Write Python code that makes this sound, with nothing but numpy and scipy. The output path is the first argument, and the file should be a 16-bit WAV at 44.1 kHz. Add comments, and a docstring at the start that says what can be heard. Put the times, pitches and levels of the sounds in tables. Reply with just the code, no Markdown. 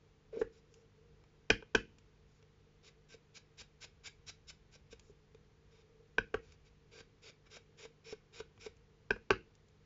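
"""Over the faint noise and mains hum of a small room, an ink pad is dragged into place on a craft table.
A blending tool (wooden handle, foam face) knocks on it, once lightly and twice firmly; each impact
excites modes of handle, pad case and table. Ten quick strokes brush a hand-held paper card: friction
hisses until the foam slips off and the edge snaps free. Two knocks, seven longer strokes and two last
clear knocks follow. Now and then the card ticks and slides between the fingers."""
import sys
import numpy as np
from scipy import signal
from scipy.io import wavfile
from scipy.ndimage import uniform_filter1d

SR = 44100
rng = np.random.default_rng(int(sys.argv[2]) if len(sys.argv) > 2 else 0)


def master_out(mix):
    """Clip the mix to full scale and print it as 16-bit PCM to the path in sys.argv[1]."""
    frames = np.transpose(np.atleast_2d(mix))
    ceiling = np.clip(frames, -1, 1)
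    pcm = np.round(ceiling * 32767).astype(np.int16)
    wavfile.write(sys.argv[1], SR, pcm)


N = 434385
TIME = np.arange(N) / SR
BLOW = TIME[:8192]  # seconds since a blow

# Spectrum of contact with the card. Each row: frequency in Hz, relative level in dB.
CARD_SPECTRUM = [(200, -0.5), (460, -7.5), (640, -3.5), (1100, -1), (1550, -2), (1950, -3.5), (2300, 7),
                 (3300, 2), (4400, -3), (5500, -1), (6300, -2.5), (7000, 0), (8000, -12)]


def amp(db):
    """Amplitude ratio of a level in decibels."""
    return 10 ** (np.asarray(db) / 20)


def unit(x):
    """Normalises power to rms 1."""
    return x / np.sqrt(np.mean(x ** 2) + 1e-20)


def unit_energy(x):
    """Normalises a transient to the energy of 5 ms at rms 1."""
    return x / np.sqrt(np.sum(x ** 2) / (0.005 * SR) + 1e-20)


def read(points, hz):
    """Interpolates a table on a log-frequency axis."""
    table_hz, value = np.transpose(points)
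    return np.interp(np.log(hz + 1), np.log(table_hz), value)


def add(mix, start, sound):
    """Superposition: a sound joins the mix at start seconds."""
    part = mix[round(start * SR):][:len(sound)]
    part += sound[:len(part)]


def held(t, length, attack, release):
    """Trapezoidal envelope, back at zero after length seconds."""
    return np.clip(t / attack, 0, 1) * np.clip((length - t) / release, 0, 1)


def waver(db, shift_s=0.46):
    """Slow random amplitude modulation as the body shifts."""
    steps = rng.uniform(-1, 1, 256)
    return amp(db * unit(np.interp(TIME / shift_s, np.arange(len(steps)), steps)))


def colour(x, spectrum, tilt_db=0):
    """Minimum-phase filter; above 500 Hz the spectrum tilts about 3 kHz by tilt_db an octave."""
    hz = abs(np.fft.fftfreq(len(BLOW), 1 / SR))
    octaves = np.log2(np.maximum(hz, 500) / 3000)
    log_gain = np.log(amp(read(spectrum, hz) + tilt_db * octaves))
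    taps = np.fft.ifft(np.exp(np.conj(signal.hilbert(log_gain)))).real
    return signal.fftconvolve(x, taps[:len(taps) // 2])[:len(x)]


def band(x, hz, width):
    """Second-order resonator with a peak gain of 1."""
    return signal.lfilter(*signal.iirpeak(hz, hz / width, SR), x)


def murmur(hz, width, count=N):
    """Random forcing of two like resonators in series gives narrow-band noise."""
    return unit(band(band(rng.standard_normal(count), hz, width), hz, width))


def decay(t60):
    """Exponential damping by 60 dB in t60 seconds."""
    return np.exp(-np.log(1000) * BLOW / t60)


def ring(hz, t60, rise):
    """A damped mode that builds up while the contact lasts."""
    return np.sin(2 * np.pi * hz * BLOW) * decay(t60) * (1 - np.exp(-BLOW / rise))


def burst(spectrum, t60, tilt_db=0):
    """Many tiny contacts merge into decaying, filtered noise."""
    contacts = rng.choice([-1, 1], len(BLOW)) * decay(t60)
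    return unit_energy(colour(contacts, spectrum, tilt_db))


def struck(modes, rise, hard_db=0, spot_db=2.5, grip_detune=0.0043):
    """Modal superposition: spot and grip vary by chance, and a harder blow favours the upper modes."""
    out = np.zeros(len(BLOW))
    for i, (hz, db, t60) in enumerate(modes):
        spot, shift = rng.standard_normal(2)
        gain = (-1) ** i * amp(db + spot_db * spot + hard_db * np.log2(hz))
        out += gain * ring(hz * (1 + grip_detune * shift), t60, rise)
    return unit_energy(out)


def background():
    """Broadband room noise, harmonic mains hum, and forced vibration of the table under leaning arms."""
    # Room noise. Each row: frequency in Hz, relative spectral density in dB.
    air_spectrum = [(12, -21.5), (25, -4), (50, -6), (110, -4.5), (200, -13.5), (260, -12.5), (360, -13),
                    (445, -8.5), (560, -21.5), (800, -21), (2500, -25), (6600, -33), (8000, -39.5)]
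    # Mains harmonics. Each row: frequency in Hz, level in dB.
    harmonics = [(50, -79), (100, -77.5), (150, -73.5), (200, -81)]
    # An arm leans on the table. Each row: start in seconds, length in seconds, level in dB.
    leans = [(0.99, 0.26, -65.5), (3.765, 1.4, -69.5), (6.35, 0.38, -68)]
    air = amp(-70) * unit(colour(rng.standard_normal(N), air_spectrum))
    hum = sum(amp(db) * unit(np.sin(2 * np.pi * (hz * TIME + rng.random()))) for hz, db in harmonics)
    leaning = sum(amp(db) * held(TIME - start, length, 0.12, 0.12) for start, length, db in leans)
    resting = amp(-75) * waver(db=2.5)
    return air + hum + np.hypot(resting, leaning) * murmur(hz=54.1, width=72)


def room(x, echoes_per_s=4000):
    """Reverberation: dense reflections are absorbed at a rate that depends on frequency."""
    # Decay of the room. Each row: frequency in Hz, reverberation time in seconds.
    decay_times = [(60, 0.24), (200, .33), (450, 0.19), (1000, 0.096), (2500, 0.24), (7000, 0.18)]
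    # Colour of the reflections. Each row: frequency in Hz, relative level in dB.
    walls = [(60, 2), (200, 1), (330, 0), (450, -2.5), (700, -2.5), (1500, 4.5), (2600, -0.5), (7000, -3)]
    t = TIME[:SR // 2]
    reflections = rng.choice([-1, 1], len(t)) * (rng.random(len(t)) < echoes_per_s / SR)
    onset = np.clip((t - 0.003) / 0.0015, 0, 1)
    hz, age, spectra = signal.stft(reflections * onset, SR, nperseg=256)
    damping = np.exp(-np.log(1000) * age / read(decay_times, hz)[:, None])
    tail = signal.istft(spectra * amp(read(walls, hz))[:, None] * damping, SR, nperseg=256)[1]
    return signal.fftconvolve(x, tail / np.linalg.norm(tail))[:N]


def handling():
    """Stick-slip friction of the dragged pad, and shifting hands, drive a hollow resonance."""
    # The hands press more firmly. Each row: start in seconds, length in seconds, level in dB.
    presses = [(.48, .72, -72), (5.696, .42, -70.5)]
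    drag = amp(-44.5) * held(TIME - 0.326, length=0.098, attack=0.0077, release=0.017)
    pressing = sum(amp(db) * held(TIME - start, length, 0.092, 0.092) for start, length, db in presses)
    hands = np.hypot(amp(-77.5) * waver(db=1), pressing)
    judder_hz = 460 * (1 + 0.095 * unit(uniform_filter1d(rng.standard_normal(N), size=120)))
    judder = unit(np.sin(2 * np.pi * np.cumsum(judder_hz) / SR))
    return drag * judder + hands * murmur(hz=451, width=54)


def ticks():
    """Stiff paper snaps between the fingers in heavily damped transients."""
    # Each row: time in seconds, level in dB, spectral tilt in dB per octave.
    snaps = [(0.741, -57.5, 6.5), (1.2384, -67.5, -4), (1.9846, -62.5, 2), (2.426, -65, -3),
             (4.9955, -56, 3.5), (5.3472, -64.5, -3.5), (6.5216, -59, 4.5), (8.5774, -61, -6.5),
             (8.768, -69, 5.5), (9.5525, -61.5, 7.5), (9.685, -64.5, 6.5)]
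    out = np.zeros(N)
    for start, db, tilt_db in snaps:
        add(out, start, amp(db) * burst(CARD_SPECTRUM, t60=0.022, tilt_db=tilt_db))
    return out


def card_ring(x, ring_db=4.0, bend_detune=0.027, spot_db=3.0):
    """Plate resonances of the card shift and trade strength with each new bend and touch."""
    # Each row: frequency in Hz, bandwidth in Hz, relative level in dB.
    resonances = [(1554, 92, 2.5), (2170, 370, -6.5), (2473, 57, -6.5), (3106, 43, -12.5), (3815, 260, 2.5),
                  (4620, 130, 4), (5190, 360, 1.5), (5570, 280, -2), (6970, 200, -4.5)]
    ringing = np.zeros(len(x))
    for hz, width, db in resonances:
        spot, shift = rng.standard_normal(2)
        ringing += amp(db + spot_db * spot) * band(x, hz * (1 + bend_detune * shift), width)
    return x + amp(ring_db) * ringing


def rub(length, swell_db, tilt_db, body_db):
    """Friction noise: foam or skin catches and slips on the card, louder as the pressure grows."""
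    during = BLOW < length
    t = BLOW[during]
    slips = rng.standard_normal(len(BLOW)) * amp(3.2 * np.minimum(rng.exponential(1, len(BLOW)), 5))
    grip = amp(0.51 * unit(uniform_filter1d(rng.standard_normal(len(BLOW)), size=150)))
    pressure = held(t, length, attack=0.02, release=0.014) * amp(swell_db * (t / length - 0.5))
    hiss = unit(colour(card_ring(slips * grip), CARD_SPECTRUM, tilt_db)[during])
    body = amp(body_db) * unit(murmur(hz=442, width=90, count=len(BLOW))[during])
    return (hiss + body) * pressure


def bump(hz):
    """A soft impact of the tool excites a hollow mode and a lower, more damped one."""
    lower = 0.42 * ring(0.694 * hz, t60=0.02, rise=0.0014)
    return unit_energy(ring(hz, t60=0.048, rise=0.0027) + lower)


def regrips():
    """Sliding friction of the fingers on the card, and light impacts of the nudged tool."""
    # Each row: start in seconds, length in seconds, level in dB, spectral tilt in dB per octave.
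    slides = [(0.319, 0.082, -61.5, -8), (0.381, 0.052, -62.5, 4.5), (0.513, .09, -75, 1),
              (0.696, 0.14, -74.5, 12), (2.273, .14, -82, 5.5), (5.016, .105, -72, 11),
              (5.701, 0.13, -74, -3), (6.417, 0.14, -73, -2), (6.642, 0.053, -72, 0.5),
              (7.451, 0.033, -65, -5)]
    # Each row: time in seconds, level in dB, pitch in Hz.
    nudges = [(0.371, -35, 427), (5.097, -54, 411), (5.347, -52.5, 447)]
    out = np.zeros(N)
    for start, length, db, tilt_db in slides:
        add(out, start, amp(db) * rub(length, swell_db=0, tilt_db=tilt_db, body_db=-7))
    for start, db, hz in nudges:
        add(out, start, amp(db) * bump(hz))
    return out


def strokes(usual_s=0.065, release_s=0.014):
    """Friction swells until the foam slips off; the released card edge vibrates and the tool bumps."""
    # Each row: slip-off time in seconds, length in seconds, levels of rub, bump and edge snap in dB.
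    sweeps = [(2.886, 0.062, -63.5, -75, -68), (3.143, 0.062, -62, -50.5, -70),
              (3.373, 0.037, -56, -64.5, -57.5), (3.613, 0.044, -54, -62.5, -55),
              (3.843, .042, -53, -62, -55), (4.074, .042, -50.5, -70, -58.5),
              (4.295, 0.036, -50.5, -65.5, -58.5), (4.501, 0.033, -53, -72, -57.5),
              (4.755, 0.046, -64.5, -59.5, -62), (4.928, 0.03, -60.5, -49.5, -58),
              (7.005, 0.096, -61, -59, -53), (7.297, 0.081, -59, -58, -59), (7.569, 0.072, -58, -57, -53),
              (7.852, .082, -58, -47.5, -55.5), (8.126, 0.087, -57, -39, -49.5),
              (8.4013, 0.079, -57.5, -40, -44.5), (8.663, 0.072, -58, -40, -47.5)]
    out = np.zeros(N)
    for slip_off, length, rub_db, bump_db, snap_db in sweeps:
        speed = np.log2(usual_s / length)  # in doublings; quick sweeps are brighter and less hollow
        rubbing = rub(length + release_s, swell_db=9.5 + 6.5 * speed,
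                      tilt_db=2.5 * speed, body_db=-12.5 - 20.5 * speed)
        bump_hz = 467.6 - 2.5 * (bump_db + 53.5)  # a heavier bump rings lower
        snap = unit_energy(card_ring(burst(CARD_SPECTRUM, t60=0.043, tilt_db=-6.5)))
        add(out, slip_off - length, amp(rub_db) * rubbing)
        add(out, slip_off, amp(bump_db) * bump(bump_hz))
        add(out, slip_off, amp(snap_db) * snap)
    return out


def knocks(firm_db=-24):
    """Impacts on the ink pad excite free vibration; returns the handle, and the case with the table."""
    # Each row: time in seconds, force in dB, lean onto the wood rather than the pad in dB,
    # hardness in dB per octave, hollow pitch in Hz.
    blows = [(0.415, -37.5, 1.5, -19, 451), (1.5025, -23, 3, 5.5, 447), (1.6240, -55.5, 1.5, -1, 440),
             (1.7497, -24, 2, 6.5, 443.6), (6.1828, -31, 8.5, -5, 445), (6.342, -34.5, -0.5, -1.5, 445),
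             (9.1063, -30, 5.5, -2.5, 419), (9.1616, -55.5, -1.5, 2.5, 465), (9.3054, -25.5, -1.5, 4, 392)]
    # Modes of handle and table. Each row: frequency in Hz, relative level in dB, t60 in seconds.
    handle_modes = [(1020, -17.5, 0.017), (1471, -11, 0.038), (1552, 1, 0.022), (1740, -11.5, 0.023),
                    (2420, -5.5, .02), (2620, -6, .012), (2640, -12, 0.03), (2855, -18, 0.032),
                    (3220, -15, 0.023), (3858, -25, 0.023), (5770, -26.5, .016), (6240, -32, .02)]
    table_modes = [(36.77, -5, .16), (61.8, -6, 0.074), (99, -10.5, 0.16), (128, -8, 0.1),
                   (217, -4.5, 0.084), (262.5, -6.5, 0.054), (330.1, -2.5, .06)]
    # Dull clack of the case and crack of contact. Each row: frequency in Hz, relative level in dB.
    clack_spectrum = [(150, -26), (260, -11), (340, 0), (520, -1.5), (620, -2.5), (760, -2.5), (1100, -5),
                      (1350, -3.5), (2000, -13), (4000, -36)]
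    crack_spectrum = [(800, -21.5), (2000, -5.5), (2500, 9.5), (3100, 4), (3500, -7), (5400, 0), (6300, -7),
                      (6900, -12.5), (8000, -10.5)]
    wood, case = np.zeros((2, N))
    for start, force_db, lean_db, hard_db, hollow_hz in blows:
        clack_db = force_db - lean_db
        hollow_db = clack_db + 4.5 - 0.5 * hard_db
        crack_db = force_db - 7.5 + 0.5 * hard_db
        crack_db += 0.38 * (force_db - firm_db)  # the crack grows faster than the force
        add(wood, start, amp(force_db + lean_db) * struck(handle_modes, rise=0.0005, hard_db=hard_db))
        add(case, start, amp(hollow_db) * unit_energy(ring(hollow_hz, t60=0.032, rise=0.003)))
        add(case, start, amp(clack_db) * burst(clack_spectrum, t60=0.035))
        add(case, start, amp(crack_db) * burst(crack_spectrum, t60=0.032))
        add(case, start, amp(force_db - 5.5) * struck(table_modes, rise=0.0019))
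        foam = amp(clack_db - 14.5) * burst(clack_spectrum, t60=0.021, tilt_db=-5.0)
        add(case, start - 0.003, foam)  # the soft foam touches just before the wood
    return wood, case


def scene():
    """Direct sound, reverberation and background superpose in one channel."""
    wood, case = knocks()
    card = strokes() + ticks() + regrips()
    # the small handle is heard mostly directly; case and table spread their sound into the room
    echoes = room(amp(-19.0) * wood + amp(-10.5) * case + amp(-11.5) * card)
    return (wood + case + card + echoes + handling() + background())[None]


def record(dry, ceiling=0.39, cutoff_hz=7500):
    """Soft saturation rounds the loudest knocks; a low-pass filter limits the bandwidth."""
    rounded = ceiling * np.tanh(dry / ceiling)
    lowpass = signal.firwin(221, cutoff_hz, window=("kaiser", 7), fs=SR)
    return signal.oaconvolve(rounded, lowpass[None], "same")


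dry = scene()
out = record(dry)
master_out(out)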